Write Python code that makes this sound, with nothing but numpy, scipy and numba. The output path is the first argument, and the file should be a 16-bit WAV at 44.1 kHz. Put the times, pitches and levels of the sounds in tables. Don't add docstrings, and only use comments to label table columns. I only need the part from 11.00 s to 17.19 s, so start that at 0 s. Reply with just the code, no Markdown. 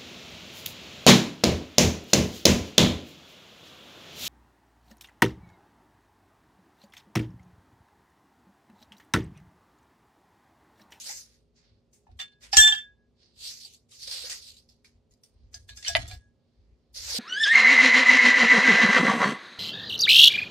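import sys
import numpy as np
from scipy import signal
from scipy.fft import rfft, irfft
from scipy.io import wavfile
from scipy.ndimage import uniform_filter1d, map_coordinates
from numba import njit

SR = 44100
rng = np.random.default_rng(int(sys.argv[2]) if len(sys.argv) > 2 else 0)


def invert_db(x):
    u = np.asarray(x, float) / 20
    return 10 ** u


def transcribe(signal):
    frames = np.atleast_2d(signal).T
    limited = np.clip(frames, -1, 1)
    pcm = np.round(limited * 32767).astype(np.int16)
    wavfile.write(sys.argv[1], SR, pcm)


N = 272846
T = np.arange(N) / SR


def level(x, db):
    return x * invert_db(db) / np.sqrt(np.mean(x ** 2))


def colour(x, points, share=1):
    hz, db = np.transpose(points)
    bins = np.maximum(np.fft.rfftfreq(N, 1 / SR), 1)
    return irfft(rfft(x) * invert_db(share * np.interp(np.log(bins), np.log(hz), db)), N)


def band(x, lo_hz, hi_hz):
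    sos = signal.butter(2, [lo_hz, min(hi_hz, .45 * SR)], "band", fs=SR, output="sos")
    return signal.sosfilt(sos, x)


def wide(likeness):
    mid, side = rng.standard_normal((2, N))
    return np.array([mid + (1 - likeness) * side, mid - (1 - likeness) * side])


def wander(size, db):
    return level(uniform_filter1d(rng.standard_normal(N), size=size), db)


def swells(s, db, swell_s, fade_s, span_db):
    power = np.zeros(N)
    for at, top_db, up, down in zip(s, db, swell_s, fade_s):
        rise = ((at - T) / max(up, .005)) ** 2
        fall = (T - at) / max(down, .005)
        power += invert_db(2 * (top_db - span_db * np.where(T < at, rise, fall)))
    return np.sqrt(power)


@njit
def ring(push, hz, loss_db):
    out, z = np.empty(len(push), np.complex128), 0j
    for i in range(len(push)):
        if push[i] != 0 or abs(z) > 1e-7:
            z = z * np.exp((2j * np.pi * hz[i] - loss_db[i] * np.log(10) / 20) / SR) + push[i]
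        out[i] = z
    return out


def room_hush():
    # (f/Hz, level/dB per Hz)
    hush_colour = [(71, -32.5), (120, 2), (180, -4.5), (240, -4), (306, -10), (415, -8), (1650, -30.5),
                   (4570, -29), (15500, -51)]
    return level(band(colour(wide(0.51), hush_colour), 68, 16000), -71)


def fridge_hum():
    # (f/Hz, level/dB)
    hum_tones = [(236.9, -77.5), (355.3, -88.5), (414.5, -83), (532.9, -86.5), (592.2, -98)]
    out = np.zeros(N)
    for hz, db in hum_tones:
        waver = 1 + .3 * wander(4000, 0)
        out += invert_db(db + 3.5) * waver * np.sin(2 * np.pi * hz * T + 6 * rng.random())
    return out


def rumble():
    # (t/s, table level/dB, tray level/dB, time to fall 20 dB/s)
    bumps = [(.33, -71.5, -100, 1.53), (.72, -61, -68, 0.1), (1.11, -54.5, -54.5, -0.18),
             (1.168, -53, -75.5, -0.07), (1.53, -55.5, -72, 0.4), (1.59, -40, -48, 0.11),
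             (1.73, -53, -67, -0.57), (1.91, -70, -87.5, .5), (2.46, -72, -75, 0.8),
             (3.22, -62.5, -74.5, 0.86), (3.96, -63.5, -73, -0.83), (4.12, -61, -78, -0.53),
             (4.37, -60.5, -72, 0.27), (4.45, -55.5, -63.5, 0.32), (4.569, -62, -60.5, 0.5),
             (4.716, -56, -61, 0.23), (4.919, -44, -49, 0.13), (4.981, -37, -35, 0.1633),
             (5.07, -50.5, -51, -0.31), (5.141, -42.5, -49.5, -0.3), (5.27, -68, -79, -1.8),
             (5.62, -57, -72, .2), (5.73, -54, -77.5, 0.05), (6.04, -53, -68, 0.44), (6.15, -55, -70, 0.55)]
    s, table_db, tray_db, fade_s = np.transpose(bumps)
    fade_s = fade_s.clip(.07)
    swell_s = 0.32 * fade_s
    table, tray = wide(.8), wide(.8)
    table = level(band(band(table, 48, 72), 33, 100), 0)
    tray = level(band(tray, 84, 112), 0) * 0 + tray_shake(tray)
    table_gain = invert_db(-83) + swells(s, table_db, swell_s, fade_s, 20)
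    tray_gain = invert_db(-78.5) + swells(s, tray_db, swell_s, fade_s, 20)
    return table * table_gain + tray * tray_gain


def loose_chips():
    # (f/Hz, level/dB per Hz)
    ice_colour = [(240, -45.5), (520, -18.5), (780, -26), (1130, -24), (1930, -12), (3260, -8.5),
                  (4580, -2), (11200, -22), (16000, -20)]
    sizes = (rng.random(N) < 4000 / SR) * invert_db(3 * rng.exponential(size=N))
    bunches = invert_db(1.3 * wander(300, 0))
    density = 3.0 + level(uniform_filter1d(sizes, size=40), 0)
    drift = uniform_filter1d(uniform_filter1d(rng.standard_normal(N), size=5000), size=5000)
    late = (T - .00017 - .00005 * level(drift, 0)) * SR
    bands = []
    for lo_hz, hi_hz in (260, 2600), (2300, 7800), (6800, 15000):
        pair = colour(wide(0.097) * density * bunches, ice_colour)
        pair = [port + 0.43 * map_coordinates(port, [late], order=3) for port in pair]
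        bands.append(level(band(pair, lo_hz, hi_hz), 0))
    return bands


def digging():
    # (peak t/s, level/dB, swell/s, fade/s, low scrape relative level/dB)
    digs = [(1.44, -50, 0.041, 0.18, -1), (2.43, -46, 0.082, .3, -12.5), (2.49, -38, 0.14, 0.27, -16.5),
            (2.66, -48, 0.21, 0.17, -29), (2.72, -64, 0.071, .2, -21), (2.895, -65, 0.013, 0.28, -21),
            (2.92, -53, 0.027, 0.36, -24.5), (2.97, -54, .08, 0.49, -25), (3.035, -43, 0.076, 0.38, -18),
            (3.085, -45.5, 0.04, 0.33, -2.5), (3.13, -38, 0.095, 0.32, -9.5),
            (3.19, -41.5, 0.16, 0.37, -4.5), (3.26, -41.5, 0.11, 0.22, -4), (3.3, -34, 0.0074, 0.14, -10),
            (3.33, -36, 0.066, 0.16, -13), (3.43, -50, 0.034, 0.21, -22.5), (3.49, -48.5, 0.092, 0.19, -15),
            (3.57, -55.5, 0.0065, .14, -20), (3.848, -60.5, 0.0067, 0.13, -4),
            (4.111, -75.5, 0.0051, .15, -11.5), (4.238, -63, 0.0061, .12, -27),
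            (4.548, -50, 0.0088, 0.089, -14.5), (4.8, -57, 0.011, 0.077, -14),
            (4.94, -42.5, 0.098, 0.015, -27), (5.949, -46.5, 0.013, 0.35, -27),
            (5.97, -41, 0.033, 1, -11.5), (6.066, -39.5, 0.11, 0.091, -8), (6.112, -36, 0.079, 0.66, -6.5),
            (6.187, -32, 0.19, .55, -9.5)]
    rustles = [(.016, -49, 0.13, 0.15, -7), (.096, -43.5, 0.11, 0.18, -2.5), (.195, -47.5, 0.52, 0.14, -9),
               (.35, -73.5, 0.58, 0.19, 4), (.936, -66, 0.012, 0.19, -9), (2.75, -62.5, 0.035, 0.081, -30),
               (4.538, -64.5, 0.024, 0.033, 0.5), (4.64, -77.5, 0.14, 0.13, -10),
               (4.69, -64.5, 0.019, 0.16, 1), (4.772, -55.5, 0.028, .15, -8)]
    slides = [(.576, -63, 0.041, 0.25, -10), (.67, -78, 0.17, 0.33, 8.5), (2.23, -66, 0.096, 0.44, -3.5),
              (3.692, -62, 0.0058, 0.19, -27.5), (3.96, -81.5, 0.19, 0.15, -4),
              (4.47, -82, 0.41, 0.42, 0.5), (4.882, -31, 0.072, 0.04, -22), (5.14, -52, 0.14, 0.093, 0.5),
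              (5.6, -89, 0.42, 2.4, 7.5)]
    # (f/Hz, level/dB)
    rustle_tilt = [(2600, -2), (4500, -12.5), (6500, 9.5), (9000, 10.5)]
    low, mid, high = loose_chips()
    out = np.zeros((2, N))
    for rows, body, hiss_db in (digs, mid, -1.5), (rustles, colour(mid, rustle_tilt), 5.5), (slides, mid, -28):
        s, db, swell_s, fade_s, low_db = np.transpose(rows)
        out += swells(s, db, swell_s, fade_s, 40) * (body + invert_db(hiss_db) * high)
        out += swells(s, db + low_db, swell_s, fade_s, 40) * low
    return out


def short_rings():
    # (t/s, peak level/dB, f/Hz, time to fall 60 dB/s)
    rings = [(.932, -59, 6000, .05), (1.195, -40.5, 1820, 0.14), (1.196, -40.5, 4540, 0.057),
             (1.409, -72, 4100, .05), (1.433, -50.5, 3546, 0.059), (1.529, -21, 4780, 0.074),
             (2.409, -43, 4550, .02), (2.649, -34, 4520, 0.022), (2.746, -48, 4356, 0.022),
             (2.919, -48.5, 3730, 0.035), (3.318, -39.5, 1902, 0.086), (3.567, -49.5, 3870, 0.037),
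             (3.689, -54, 5060, 0.046), (3.846, -58, 2290, 0.075), (4.109, -62, 6720, 0.045),
             (4.235, -54, 5464, 0.072), (4.543, -33.5, 4890, 0.048), (4.545, -38, 6100, 0.047),
             (4.692, -48.5, 1700, 0.071), (4.692, -47.5, 2800, .06), (4.771, -47.5, 4930, 0.1),
             (4.8465, -32, 4200, 0.055), (4.863, -30, 2980, 0.12), (4.8805, -39, 5040, .06),
             (4.952, -18.5, 1997, 0.077), (4.9525, -25.5, 2990, 0.085), (4.953, -29.5, 4690, .05),
             (5.113, -42.5, 2330, .05), (5.1135, -42.5, 4180, .05), (1.64, -42, 820, .12),
             (1.695, -46, 820, .15), (6.08, -53, 870, .12), (6.118, -49.5, 880, .1), (6.144, -43, 460, .15),
             (6.168, -46, 640, .1), (1.068, -54, 860, 0.079), (1.09, -58.5, 718, .15),
             (1.33, -60.5, 4210, 0.048), (3.078, -55, 505, 0.077), (3.241, -48, 480, .08)]
    out, t = np.zeros((2, N + 8192)), T[:8192]
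    for (s, db, hz, t60), (apart, lag) in zip(rings, rng.random((60, 2))):
        upper_hz = hz * (1.02 + .03 * apart)
        pair = np.array([np.sin(2 * np.pi * hz * t + phase) + 1.2 * np.sin(2 * np.pi * upper_hz * t - phase)
                         for phase in (lag, -lag)])
        fade = invert_db(db - 60 * t / max(t60, .01)) * np.clip(t / 0.0012, 0, 1)
        out[:, int(s * SR):][:, :len(t)] += fade * pair
    return out[:, :N]


def cracks():
    # (t/s, peak level/dB, f/Hz)
    contacts = [(0.9316, -51, 6400), (1.5253, -24, 4740), (1.5714, 7, 5850), (2.7473, -49, 4370),
                (2.92, -44, 3650), (3.2983, -19, 4520), (3.5665, -48, 3920), (3.691, -54, 5050),
                (4.235, -57, 5460), (4.542, -26, 5130), (4.828, -30.5, 5320), (4.9514, 1, 2970),
                (5.113, -28, 3700)]
    out, t = np.zeros(N), T[:256]
    for s, db, hz in contacts:
        turns = t * hz - 1.5
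        out[int(s * SR):][:len(t)] += invert_db(db - 1.0) * np.sin(2 * np.pi * turns) * np.exp(-(turns / 0.56) ** 2)
    return out


def rattle(db, hz, t60, fall_db):
    t = T[:16384]
    bins = np.maximum(np.fft.rfftfreq(len(t), 1 / SR), 1)
    mid, side, patches, peaks, bounce = rng.standard_normal((5, len(t)))
    octaves = np.log2(bins / hz)
    below_db = 6 * octaves - 12 * np.maximum(np.log2(900 / bins), 0)
    slope_db = np.where(octaves < 0, below_db, -fall_db * octaves)
    slope_db -= 11.5 * np.maximum(np.log2(bins / 8500), 0)
    slope_db += level(uniform_filter1d(patches, size=180), 11)[:len(bins)]
    slope_db += level(uniform_filter1d(peaks, size=24), 13)[:len(bins)]
    noise = rfft([mid + 1.1 * side, mid - 1.2 * side])
    out = level(irfft(noise * invert_db(slope_db), len(t)), db - 13.0)
    skips_db = level(uniform_filter1d(bounce, size=200), 12)
    return out * invert_db(skips_db - 60 * t / max(t60, .02)) * (1 - np.exp(-(t / .0012) ** 2))


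def air_column(puff, rattling):
    # (t/s, f/Hz)
    air_pitch = [
        (1.075, 885),
        (1.092, 735),
        (1.5, 780),
        (1.62, 815),
        (1.9, 827),
        (4.9, 652),
        (4.945, 685),
        (5.1, 714),
        (6.0, 500),
    ]
    swell = np.hanning(int(0.00792 * SR))
    swell = swell / swell.sum() * np.exp(2j * np.pi * 740 * T[:len(swell)])
    push = np.convolve(puff, swell)[:N] + invert_db(-45) * rattling.mean(axis=0)
    air_hz = np.interp(T, *np.transpose(air_pitch)) * (1 + wander(400, -27.5))
    air = ring(push, air_hz, np.full(N, 60 / .085))
    air += invert_db(-10.0) * ring(push, 1.4 * air_hz, np.full(N, 900.))
    return band(band(air.imag, 440, 990), 450, 1500) * invert_db(np.array([[1.5], [-1.5]]))


def knocks():
    # (t/s, rattle level/dB, centre f/Hz, air level/dB, time to fall 60 dB/s)
    drops = [(1.0695, -58.5, 1500, -80, 0.32), (1.1124, -60, 3940, -78, 0.14),
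             (1.1896, -29, 3300, -61, 0.15), (1.1987, -21.5, 3070, -60, 0.16),
             (1.2185, -30.5, 2970, -80, 0.098), (1.318, -57, 3960, -86, 0.22),
             (1.408, -50, 4150, -90.5, 0.22), (1.528, -10, 4842, -30, 0.27), (1.568, 0, 6820, -40, 0.11),
             (1.5802, -2, 6624, -46, 0.082), (1.6021, -9, 5790, -53.5, 0.27),
             (1.6219, -24.5, 3538, -42, 0.32), (1.6712, -15.5, 3620, -43, 0.15),
             (1.7177, -22.5, 3350, -47.5, 0.18), (1.7748, -41.5, 3270, -64, 0.26),
             (4.5426, -32, 5920, -62.5, 0.16), (4.6914, -30.5, 3800, -65, 0.16),
             (4.769, -31, 5200, -77, 0.12), (4.8262, -33, 5180, -70.5, 0.17),
             (4.8485, -26.5, 3000, -68, 0.3), (4.8642, -20, 3002, -70, .15),
             (4.8807, -13.5, 4920, -47, 0.11), (4.8944, -38, 3110, -38.5, 0.151),
             (4.9505, -10, 2263, -20, 0.1), (4.9894, -26, 2095, -50.5, 0.32),
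             (5.0296, -41, 2110, -50.5, 0.16), (5.0779, -38.5, 7200, -62, 0.34),
             (5.098, -33, 3520, -56.5, 0.13), (5.1116, -44, 3520, -50, 0.12), (5.135, -60, 4000, -58, .15)]
    # (t/s, rattle level/dB, centre f/Hz, hollow level/dB, treble fall/dB per octave)
    ticks = [(0.0922, -24.5, 5540, -49, 25), (0.932, -50, 6000, -82, -9), (2.6484, -64, 4480, -71.5, 18),
             (2.7444, -70, 4290, -91, 8), (2.9174, -44, 3700, -86.5, 6.5), (3.3242, -25, 4870, -74, 10),
             (3.5672, -63, 3900, -91.5, 18), (3.689, -49, 5160, -84, 1.5),
             (3.8454, -47.5, 2257, -95.5, 3.5), (4.11, -52.5, 6820, -89.5, 3.5),
             (4.2346, -43.5, 5520, -82, -3), (5.9494, -53, 4810, -75, 4), (6.1484, -39, 4720, -60, 11)]
    events = [(*row, 12 + 4 * np.log2(row[2] / 4000)) for row in drops]
    events += [(*row[:4], 0.21, row[4]) for row in ticks]
    out, puff = np.zeros((2, N)), np.zeros(N, complex)
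    for s, db, hz, air_db, t60, fall_db in sorted(events):
        i = int((s - .0005) * SR)
        one = rattle(db, hz, t60, fall_db)
        out[:, i:i + one.shape[1]] += one[:, :N - i]
        puff[i] = invert_db(air_db + 8.0)
    return out + air_column(puff, out)


def glass(pitches, modes, blows, rests, spare_lows):
    family_edges_hz = (2500, 5000)
    s, *family_db, twin = np.transpose(blows)
    at = (s * SR).astype(int)
    leaning = np.interp(T, *np.transpose(rests)).clip(0)
    touch = np.hanning(int(0.00086 * SR))
    touch = touch / touch.sum()
    wobble = wander(500, -54)
    out = np.zeros((2, N))
    last_hz = 0
    for hz, (db, t60, pan_db, lead) in zip(pitches, modes):
        paired, last_hz = abs(hz - last_hz) < 25, hz
        spot = spot if paired else rng.standard_normal((len(s), 2)).T
        blow_db = db + family_db[np.digitize(hz, family_edges_hz)] + 2 * spot[0]
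        push = np.zeros(N, complex)
        push[at] = invert_db(blow_db) * np.exp(1j * spot[1]) * (twin.clip(-1, 1) if paired else 1)
        push = np.convolve(push, touch * np.exp(2j * np.pi * hz * T[:len(touch)]))[:N]
        loss_db = 60 / t60 + leaning * min(hz / 3500, 1.2) ** spare_lows
        z = ring(push, hz * (1 + wobble * hz / 8000), loss_db)
        lag = np.exp(.5j * lead)
        out += [invert_db(pan_db / 2) * (z * lag).imag, invert_db(-pan_db / 2) * (z / lag).imag]
    return out


def right_glass():
    pitches = [1665.3, 1658.8, 3547, 3540, 6418, 7419, 5800, 7480, 8100, 10050, 12200, 13700, 14600]
    # (level/dB, time to fall 60 dB/s, left minus right/dB, left leads/rad)
    modes = [(0, 1.2, -3, .5), (0, 1.2, -3, .5), (3, 1.0, -3, .3), (3, .8, -3, .3), (-3, .2, 0, .5),
             (-2, .25, 0, .5), (-10, .1, 0, .5), (0, .15, 0, .5), (-4, .3, 0, .5), (-10, .2, 0, .5),
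             (-10, .3, 0, .5), (-10, .3, 0, .5), (-12, .3, 0, .5)]
    # (t/s, low modes level/dB, middle level/dB, high level/dB, share of the twin modes -1..1)
    blows = [(1.192, -62, -46, -52, 0.16), (1.199, -62, -43, -50, 0.3), (1.213, -57, -46, -50, 0.4),
             (1.573, -32.5, -42.5, -28, 1), (1.598, -72, -11.5, -61.5, -0.77),
             (1.615, -69.5, -45, -33, -.5), (1.672, -75, -32, -36.5, -0.04), (1.723, -75, -56, -47, 0.73),
             (4.543, -58, -68, -53.5, .85), (4.689, -56, -54, -54, .85), (4.782, -61, -65, -61, .85),
             (4.876, -44.5, -42.5, -39.5, 0.82), (4.892, -42.5, -40.5, -37, 0.96),
             (4.951, -40, -43.5, -52.5, 0.58), (5.078, -80, -55, -45, 0.59), (5.112, -55, -61.5, -53, .7),
             (5.133, -85, -76, -54, .7)]
    # (t/s, extra loss/dB per s)
    rests = [(1.2, 260), (1.5, 100), (1.59, 29.7), (1.66, 40), (1.7, 121), (1.78, 148.4), (1.9, 220),
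             (2.1, 298.9), (4.5, 645), (4.9, 600), (5.05, 503), (5.12, 201), (5.3, 300)]
    return glass(pitches, modes, blows, rests, spare_lows=1.37)


def left_glass():
    pitches = [1738.5, 1723, 2835, 3261, 3241, 5783, 7230, 7284, 7378, 8248, 4480, 5380, 6945, 7575, 9230,
               9560, 11900, 12300, 12600, 13310, 14200]
    # (level/dB, time to fall 60 dB/s, left minus right/dB, left leads/rad)
    modes = [(1.5, 1.0, -3.5, -0.78), (3, 1.0, -5, -1.4), (-3, .12, 1, -0.18), (8.5, 0.2, -1, -2.5),
             (9, .7, -2.5, -2.5), (7, 0.15, 12.5, -2.5), (6.5, .18, 3.5, 3.5), (1, 0.5, 3.5, 2.5),
             (1, 0.26, 3.5, 2), (-2, 0.22, 1.5, -0.43), (-18.5, .2, 0, .5), (-16, 0.15, 0.5, .5),
             (-8.5, .2, 0, .5), (-6, .15, 0.5, .5), (-17, .5, 3, 2.5), (-17, .2, -0.5, .5),
             (-20, .45, 0, .5), (-21, .4, 0, .5), (-21, .45, 0, .5), (-15.5, .45, 3, -2.5),
             (-23.5, .15, 0, .5)]
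    # (t/s, low modes level/dB, middle level/dB, high level/dB, share of the twin modes -1..1)
    blows = [(1.067, -77, -97, -99, 0.27), (1.193, -54.5, -51.5, -55.5, 0.16), (1.198, -52, -54, -50, 0.61),
             (1.532, -33.5, -54, -38, 0.088), (1.571, -13, -17.5, -15, -0.48),
             (1.601, -45.5, -37, -22.5, 0.57), (1.645, -50, -42, -48.5, .5),
             (1.673, -54, -29.5, -33.5, 0.12), (1.723, -43, -32.5, -43.5, 0.91),
             (1.778, -56.5, -45.5, -56, 1), (4.692, -75, -64, -57.5, 0.5), (4.771, -71, -79, -56.5, 0.45),
             (4.88, -41.5, -51.5, -34, 0.87)]
    # (t/s, extra loss/dB per s)
    rests = [
        (1.2, 220),
        (1.5, 54.5),
        (1.6, 10),
        (1.68, 30),
        (1.7, 103.5),
        (1.77, 201),
        (1.84, 330.5),
    ]
    return glass(pitches, modes, blows, rests, spare_lows=0.17)


def room(x):
    t = T[:int(.5 * SR)]
    tail = band(rng.standard_normal((2, len(t))), 180, 6000)
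    tail *= invert_db(-60 * t / 0.051) * np.clip(t / 0.0048 - .5, 0, 1)
    tail = tail / np.sqrt(np.sum(tail ** 2, axis=1, keepdims=True))
    return x + invert_db(-10.5) * signal.fftconvolve(x.mean(axis=0)[None], tail, axes=1)[:, :N]


def scene():
    background = room_hush() + fridge_hum() + rumble()
    ice = digging() + short_rings() + cracks() + knocks()
    return room(ice + right_glass() + left_glass()) + background


def discard(x):
    # (f/Hz, threshold over the neighbourhood/dB, threshold under the loudest band/dB)
    limits = [(3000, -14, -60), (6000, -8, -42), (9000, -2, -33), (10800, 0, -28), (12500, 2, -37),
              (16000, 3, -34)]
    hz, _, cells = signal.stft(x, SR, nperseg=2048)
    limit_hz, near, under = np.transpose(limits)
    near_db = np.interp(hz, limit_hz, near)[:, None]
    under_db = np.interp(hz, limit_hz, under)[:, None]
    power = np.abs(cells) ** 2
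    bands = power[:, 1:].reshape(2, 32, 32, -1).mean(axis=2)
    loudest = bands[:, 2:].max(axis=1, keepdims=True)
    luck_db = 6 * rng.standard_normal(bands.shape[1:]).repeat(2, axis=1)[:, :bands.shape[2]]
    at = np.minimum(np.arange(len(hz)) // 32, 31)
    stands_out = power > bands[:, at] * invert_db(2 * near_db)
    band_heard = bands[:, at] > loudest * invert_db(2 * (under_db + luck_db[at]))
    keep = (stands_out & band_heard) | (hz < limit_hz[0])[:, None]
    return signal.istft(cells * keep, SR)[1][:, :N]


def tray_shake(noise):
    return level(band(band(noise, 84, 112), 68, 120), 0) + level(band(noise, 140, 300), -18)


def top_cut(x):
    return signal.sosfilt(signal.butter(12, 16390, fs=SR, output="sos"), x)


def record(dry):
    # (f/Hz, left minus right/dB)
    port_colour = [(60, 0.5), (110, -1), (200, 0), (380, -4.5), (700, -1.5), (1290, -0.5), (2380, -2),
                   (4400, -5.5), (8120, 4), (15000, 1.5)]
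    # (f/Hz, level/dB)
    mic_top = [(20, 0.5), (9000, -2.5), (12000, -0.5), (15000, -6), (15900, -12.5), (16300, -29),
               (16700, -57), (22050, -80)]
    ports = np.array([colour(dry[0], port_colour, 0.32), colour(dry[1], port_colour, -0.47)])
    mix = discard(colour(np.clip(ports, -1, 1), mic_top))
    return top_cut(np.clip(mix, -1, 1))


dry = scene()
out = record(dry)
transcribe(out)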